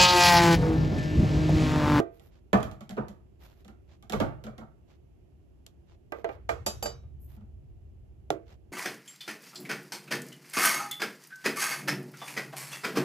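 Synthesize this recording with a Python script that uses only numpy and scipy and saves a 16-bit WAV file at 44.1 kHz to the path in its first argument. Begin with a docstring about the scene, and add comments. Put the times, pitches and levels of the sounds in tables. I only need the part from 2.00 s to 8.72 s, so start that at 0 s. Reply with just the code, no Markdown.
"""A spoon knocks on a full pot of thick soup: a short, damped tock, heard from just above the rim.
The stove rumbles underneath, with soft rustles and scrapes. Utensils clatter on a wooden
worktop, whose hollow booms below each knock. Then the rumble swells as the soup is stirred, the
spoon knocks on the pot again, and its steel rings where it meets the rim; a brief high sizzle
follows. The small kitchen gives every blow a short tail."""
import sys
import numpy as np
from scipy import signal
from scipy.fft import rfft, irfft
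from scipy.io import wavfile
from scipy.ndimage import uniform_filter1d

SR = 44100
rng = np.random.default_rng(int(sys.argv[2]) if len(sys.argv) > 2 else 0)


def wav_out(sig):
    """Save sig, one row per channel (or a flat mono array), as 16-bit PCM at SR to the path in sys.argv[1]."""
    wavfile.write(sys.argv[1], SR, np.round(np.clip(np.atleast_2d(sig).T, -1, 1) * 32767).astype(np.int16))


N = 296352
T = np.arange(int(.6 * SR)) / SR  # time within one blow [s]

# spoon on the pot: (time [s], strength [dB], tock pitch [Hz], free ring of the wall [dB], click [dB])
POT_TAPS = [(0.0, -25.5, 400, -7, -49.5), (3.6645, -68.5, 604, 8, -56), (4.1215, -38, 430, 6, -56),
            (4.186, -51.5, 424, -4, -80), (4.244, -30.5, 663, 2.5, -58.5), (4.290, -38.5, 486, 3.5, -73),
            (4.4918, -28, 840, 6, -54), (4.664, -33, 574, 5.5, -46.5), (4.8258, -37.5, 610, 5, -49.5),
            (4.857, -33.5, 620, 4.5, -63), (5.035, -67, 556, 0, -89), (6.3036, -27, 722, -6, -41)]
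# soft rustles and scrapes, and a brief high sizzle: (time [s], level [dB], fizz over rustle [dB])
RUSTLES_AND_SIZZLE = [(.11, -72, -4), (.2, -69, -4), (.3, -68.5, -24), (1.388, -61, -8.5),
                      (1.45, -66.5, -11), (1.54, -70, -9), (1.87, -66, -26), (2.865, -67.5, -21),
                      (3.86, -69, -31), (4.125, -66, -12), (4.265, -64.5, -14), (5.19, -91.5, 27),
                      (5.27, -69, -0.5), (6.455, -62, -19.5)]
# utensils on the worktop: (time [s], strength [dB], boom [dB], hardness as click over body [dB])
WORKTOP_KNOCKS = [(.196, -66, -65.5, -3), (.5302, -20.5, -18, -20.5), (.574, -50, -52, -11),
                  (.604, -47, -43, -13), (.629, -45.5, -43, -4), (.713, -57.5, -59, -4.5),
                  (0.807, -51.5, -46, -10), (0.893, -51.5, -41, -3.5), (.907, -50, -36.5, -9),
                  (.968, -40, -46, -26), (0.9762, -32, -32, -34), (1.083, -58.5, -44.5, -2.5),
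                  (1.647, -62.5, -53.5, -5), (1.68, -55.5, -52, -10.5), (2.025, -60, -60.5, -6),
                  (2.097, -44.5, -42.5, -4.5), (2.122, -38, -36.5, -7.5), (2.132, -31.5, -35.5, -16.5),
                  (2.2011, -27.5, -31.5, -17.5), (2.2093, -31.5, -35.5, -22), (2.439, -50.5, -44.5, -7.5),
                  (2.466, -44, -40.5, -19), (2.58, -50, -49, -12), (2.611, -50.5, -47, -40),
                  (5.365, -65, -50.5, -14), (5.409, -68, -49.5, -17)]
# steel on the rim: (time [s], level [dB], brightest pitch [Hz], sharpness [Q], wash over ring [dB])
RIM_CLINKS = [(4.49, -48.5, 5460, 1.3, 15.5), (4.662, -31.5, 7200, 1.1, -8), (4.8268, -37, 8500, 0.46, -22),
              (4.857, -39.5, 5000, 1.7, -12.5)]

# modes of the pot wall and of the board: (frequency [Hz], level [dB], t60 [s])
POT_MODES = [(325, -9, 0.23), (390, 0.5, 0.18), (465, 1.5, 0.39), (593, 3, 0.17), (672.5, 4.5, 0.22),
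             (797, -1, 0.12), (888, -5, 0.17), (1156, -6.5, 0.12), (1211.5, -3.5, 0.19),
             (1564, -10.5, 0.21), (1604, -10, .16), (1866, -10, .17), (1990, -9, 0.18), (2360, -5, .14)]
WORKTOP_MODES = [(318, -14, 0.69), (434, 3, 0.2), (560, -3, 0.16), (631.5, 0, 0.42), (719, 0, 0.21),
                 (780, -4.5, 0.24), (1007, -6.5, 0.19), (1126, -22, 0.82), (1276, -18.5, 0.15),
                 (1615, -24, 0.33)]
# partials of the spoon: (frequency [Hz]), and for each one (level [dB], t60 [s])
SPOON_PARTIALS_HZ = [2584, 2977, 3832, 4694, 5748, 6289, 6744, 7277, 8250, 10427, 10747, 11367, 12125,
                     14170]
SPOON_DECAYS = [(-6, 0.26), (-10, 0.21), (-16, 0.38), (3.5, 0.19), (-5, 0.26), (-7, 0.24), (-20.5, .24),
                (5.5, 0.13), (-9, .09), (-10, 0.15), (-4.5, 0.16), (-2, 0.094), (-5, 0.12), (-11, .11)]

# noise colours: (frequency [Hz], level [dB])
POT_SPECTRUM = [(100, -38.5), (220, -11.5), (330, 8.5), (450, 7), (750, -3), (950, -9.5), (1300, -6),
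                (1700, -17.5), (3500, -25)]  # crowded modes of the full pot
CLACK_SPECTRUM = [(700, -21), (1400, 0.5), (2300, -1.5), (3000, -11.5), (5000, -24), (9000, -43.5)]  # midrange bite of a blow
CLICK_SPECTRUM = [(1500, -23), (3200, 6.5), (5000, -1), (7500, 1), (9100, -16), (11000, 0), (13000, -3.5),
                  (16000, -25.5)]  # bright edge of the contact
THUD_SPECTRUM = [(30, -30), (55, 2), (75, -4.5), (110, 1.5), (150, 3.5), (200, -21.5), (400, -48.5)]  # bass weight of a blow
RUMBLE_SPECTRUM = [(20, -22.5), (35, -8), (52, 2), (69, 6.5), (90, 0.5), (140, -6.5), (170, -20.5),
                   (215, -19.5), (270, -26.5), (400, -62.5)]  # stove under the pot
AIR_SPECTRUM = [(100, -10.5), (160, -4), (270, -10.5), (370, -5), (480, -18), (680, -18.5), (1000, -30.5),
                (1600, -36), (2200, -36), (2800, -34), (3800, -43), (7700, -44.5), (9200, -56.5),
                (10500, -43.5), (13500, -48.5), (15000, -60)]  # room tone
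RUSTLE_SPECTRUM = [(500, 14.5), (1300, 4), (3500, 0.5), (7000, -8), (9000, -21), (12000, -44), (15000, -64)]  # soft body of a rustle
FIZZ_SPECTRUM = [(4000, -23), (8000, -7), (10500, -1), (12500, 12.5), (14000, -4), (16000, 8)]  # high, sizzling top end
WOOD_SPECTRUM = [(150, -38), (250, 1), (400, 0.5), (550, 0), (780, 1), (1000, -8.5), (1350, -3),
                 (1800, -22.5), (3000, -45)]  # crowded modes of the board


def amp(db):
    return 10 ** (np.asarray(db) / 20)


def unit_rms(x):
    return x / np.sqrt(np.mean(x ** 2) + 1e-20)


def at_level(x, db):
    """Sets the level of the first thirtieth of a second of a blow."""
    return amp(db) * x / np.sqrt(np.mean(x[..., :SR // 30] ** 2) + 1e-20)


def add(mix, s, sound):
    part = mix[:, max(round(s * SR), 0):][:, :sound.shape[-1]]
    part += sound[..., :part.shape[1]]


def panned(x, db):
    """Sets left over right in dB: negative leans right."""
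    return x * amp([[db / 2], [-db / 2]])


def left_early(x, lead_s):
    """Sound from the side reaches the left channel just before the right."""
    turn = np.pi * np.fft.rfftfreq(N, 1 / SR) * lead_s * np.array([[1], [-1]])
    return irfft(rfft(x) * np.exp(1j * turn), N)


def noise(spectrum, size, same, tilt_db=0):
    """Coloured stereo noise, correlated by `same` and tilted by `tilt_db` per octave."""
    hz = np.fft.rfftfreq(size, 1 / SR) + 1
    points_hz, db = np.transpose(spectrum)
    colour_db = np.interp(np.log(hz), np.log(points_hz), db, left=db[0] - 18, right=db[-1] - 14)
    gain = amp(colour_db + tilt_db * np.log2(hz / points_hz[0]))
    left, other = irfft(gain * np.exp(2j * np.pi * rng.random((2, len(hz)))), size)
    return unit_rms(np.array([left, same * left + np.sqrt(1 - same ** 2) * other]))


def decay(t60):
    return np.exp(-np.log(1000) * T / t60)


def attack(rise):
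    return 1 - np.exp(-(T / rise) ** 2)


def burst(spectrum, rise, t60, room_db, room_t60, same, tilt_db=0):
    """Crowded modes die away as noise; the kitchen answers with a diffuse tail. Times in seconds."""
    direct = noise(spectrum, len(T), same, tilt_db) * attack(rise) * decay(t60)
    tail = noise(spectrum, len(T), same * .5, tilt_db) * attack(rise + .0011) * decay(room_t60)
    return at_level(direct + amp(room_db) * tail, 0)


def reflected(x, strength):
    """Nearby surfaces return a few echoes within milliseconds, which comb the sound."""
    out = x.copy()
    for delay, sign in zip(rng.uniform(.0006, .005, size=4), rng.choice([-1, 1], size=4)):
        add(out, delay, sign * strength * x)
    return out


def ring(modes, rise, spread, uneven_db):
    """Damped sines, excited unevenly by each blow; every mode has its own phase left and right."""
    out = np.zeros((2, len(T)))
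    for hz, db, t60 in modes:
        start, apart, weight = rng.random(3)
        phase = 2 * np.pi * start + spread * apart * np.array([[1], [-1]])
        out += amp(db + uneven_db * (2 * weight - 1)) * decay(t60) * np.sin(2 * np.pi * hz * T + phase)
    return at_level(out * attack(rise), 0)


def favour(x, hz, q):
    """The place and hardness of a contact favour one range of modes."""
    return signal.lfilter(*signal.iirpeak(np.clip(hz, 100, SR / 3), max(q, .5), SR), x)


def pot_taps():
    """A tick and a short hollow tock. A free wall rings and clacks; a damped one thuds instead."""
    out = np.zeros((2, N))
    for s, db, tock_hz, ring_db, click_db in POT_TAPS:
        wall = burst(POT_SPECTRUM, rise=.00028, t60=.023, room_db=-16, room_t60=.2, same=.48)
        wall = favour(reflected(wall, strength=.22), tock_hz, q=.69)
        kitchen = burst(POT_SPECTRUM, rise=.0024, t60=.3, room_db=-11.5, room_t60=.11, same=.25)
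        # the first few swings of the struck patch of wall
        tock = attack(.002) * decay(.012) * np.sin(2 * np.pi * tock_hz * T)
        # the freer the wall, the shorter and higher its ring
        modes = np.array(POT_MODES) * [1, 1, 2 ** (-.0779 * ring_db)]
        ring_hz = 510 * 2 ** (.2 * ring_db)
        ringing = ring(modes, rise=.0015, spread=.99, uneven_db=8) + amp(-6) * kitchen
        ringing = favour(ringing, ring_hz, q=.9)
        body = at_level(tock, -4) + at_level(wall, -3) + at_level(ringing, ring_db)
        clack = burst(CLACK_SPECTRUM, rise=.00023, t60=.034, room_db=-20, room_t60=.42, same=.1)
        clack = reflected(clack, strength=.32)
        click = burst(CLICK_SPECTRUM, rise=.00027, t60=.012, room_db=-22.5, room_t60=.13, same=.3,
                      tilt_db=-2.5)
        thud = burst(THUD_SPECTRUM, rise=.006, t60=.15, room_db=-12, room_t60=.33, same=.6)
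        lows = at_level(thud, db - ring_db - 25)
        mids = at_level(body, db) + at_level(clack, db + ring_db - 19)
        add(out, s, lows + panned(mids, db=-8) + panned(at_level(click, click_db), db=-2))
    return left_early(out, lead_s=.00016)


def stove():
    """A low flutter under the pot swells once as the soup is stirred, then settles, over room tone."""
    start_s, rise_s, peak_db, settle_db_per_s = 4.1, .5, 14, 5.5
    t = np.arange(N) / SR - start_s
    swell_db = peak_db * np.clip(t / rise_s, 0, 1) - settle_db_per_s * np.maximum(t - rise_s, 0)
    rumble = amp(-57 + swell_db) * noise(RUMBLE_SPECTRUM, N, same=.69)
    air = amp(-64) * noise(AIR_SPECTRUM, N, same=.033)
    return rumble + panned(air, db=-6)


def rustles_and_sizzle():
    """Grainy swells of noise: soft rustles and scrapes, and a brief high sizzle where fizz is strong."""
    out = np.zeros((2, N))
    size = int(.11 * SR)
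    swell = np.sin(np.pi * np.arange(size) / size)
    for s, db, fizz_db in RUSTLES_AND_SIZZLE:
        rustle = noise(RUSTLE_SPECTRUM, size, same=.065)
        fizz = amp(fizz_db) * noise(FIZZ_SPECTRUM, size, same=.13)
        grain_db = 2.7 * unit_rms(uniform_filter1d(rng.standard_normal(size), size=130))
        add(out, s, amp(db + grain_db) * (rustle + fizz) * swell)
    return panned(out, db=-4)


def worktop_knocks():
    """A click, the board's body, then the hollow beneath. Strength drives bass, hardness treble."""
    out = np.zeros((2, N))
    hard_knock_db = -20  # the thud falls away as knocks get softer than this
    for s, db, boom_db, hard_db in WORKTOP_KNOCKS:
        thud = burst(THUD_SPECTRUM, rise=.021, t60=.18, room_db=-6, room_t60=.64, same=.51)
        board = burst(WOOD_SPECTRUM, rise=.0013, t60=.14, room_db=-6.5, room_t60=.38, same=.5)
        board = reflected(board, strength=.54)
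        body = board + amp(-5.5) * ring(WORKTOP_MODES, rise=.0018, spread=.61, uneven_db=2.5)
        clack = burst(CLACK_SPECTRUM, rise=.001, t60=.069, room_db=-11, room_t60=.38, same=.3)
        clack = at_level(reflected(clack, strength=.51), db - 5.5 + .44 * hard_db)
        click = burst(CLICK_SPECTRUM, rise=.00043, t60=.013, room_db=-15.5, room_t60=.21, same=.15,
                      tilt_db=-1 + .16 * hard_db)
        click = at_level(reflected(click, strength=.14), db + hard_db)
        thud_db = -31.5 + .85 * (db - hard_knock_db)
        lows = at_level(thud, thud_db) + amp(boom_db) * hollow_boom()
        add(out, s, lows + panned(at_level(body, db) + clack + click, db=-5))
    return left_early(out, lead_s=.00022)


def hollow_boom():
    """The cavity under the worktop blooms quickly and leaves a faint hum."""
    centre_hz, swell_s = 210.1, .021
    bloom = (T / swell_s) ** 2
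    envelope = bloom * np.exp(1 - bloom) + amp(-12.5) * attack(swell_s) * decay(.49)
    hz = centre_hz * (1 + .053 * rng.uniform(-1, 1))
    return np.sqrt(2) * envelope * np.sin(2 * np.pi * (hz * T + rng.random()))


def spoon_clinks():
    """Thin steel rings in clear partials over a short bright wash; their own echoes make them waver."""
    out = np.zeros((2, N))
    partials = np.column_stack([SPOON_PARTIALS_HZ, SPOON_DECAYS])
    kitchen = rng.standard_normal((2, len(T))) * attack(.02) * decay(.14)
    kitchen /= np.linalg.norm(kitchen[0])
    for s, db, bright_hz, q, wash_db in RIM_CLINKS:
        wash = burst(CLICK_SPECTRUM, rise=.00065, t60=.16, room_db=-12, room_t60=.39, same=.16)
        steel = ring(partials, rise=.00098, spread=1.3, uneven_db=.5)
        echoes = .3 * signal.fftconvolve(steel, kitchen, axes=1)[:, :len(T)]
        clink = steel + echoes + amp(wash_db) * reflected(wash, strength=.47)
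        boom = amp(db - 10.5) * hollow_boom()  # a blow on the rim also shakes the worktop
        add(out, s, at_level(favour(clink, bright_hz, q), db) + boom)
    return panned(out, db=-2.5)


def scene():
    """Knocks, taps and clinks up front; rustles, sizzle and stove behind."""
    return worktop_knocks() + pot_taps() + spoon_clinks() + rustles_and_sizzle() + stove()


def record(dry):
    """A steep low-pass takes off the very top."""
    edge_hz = 15000
    low_pass = signal.firwin(511, edge_hz, window=("kaiser", 9), fs=SR)
    return signal.oaconvolve(dry, low_pass[None], "same")


dry = scene()
out = record(dry)
wav_out(out)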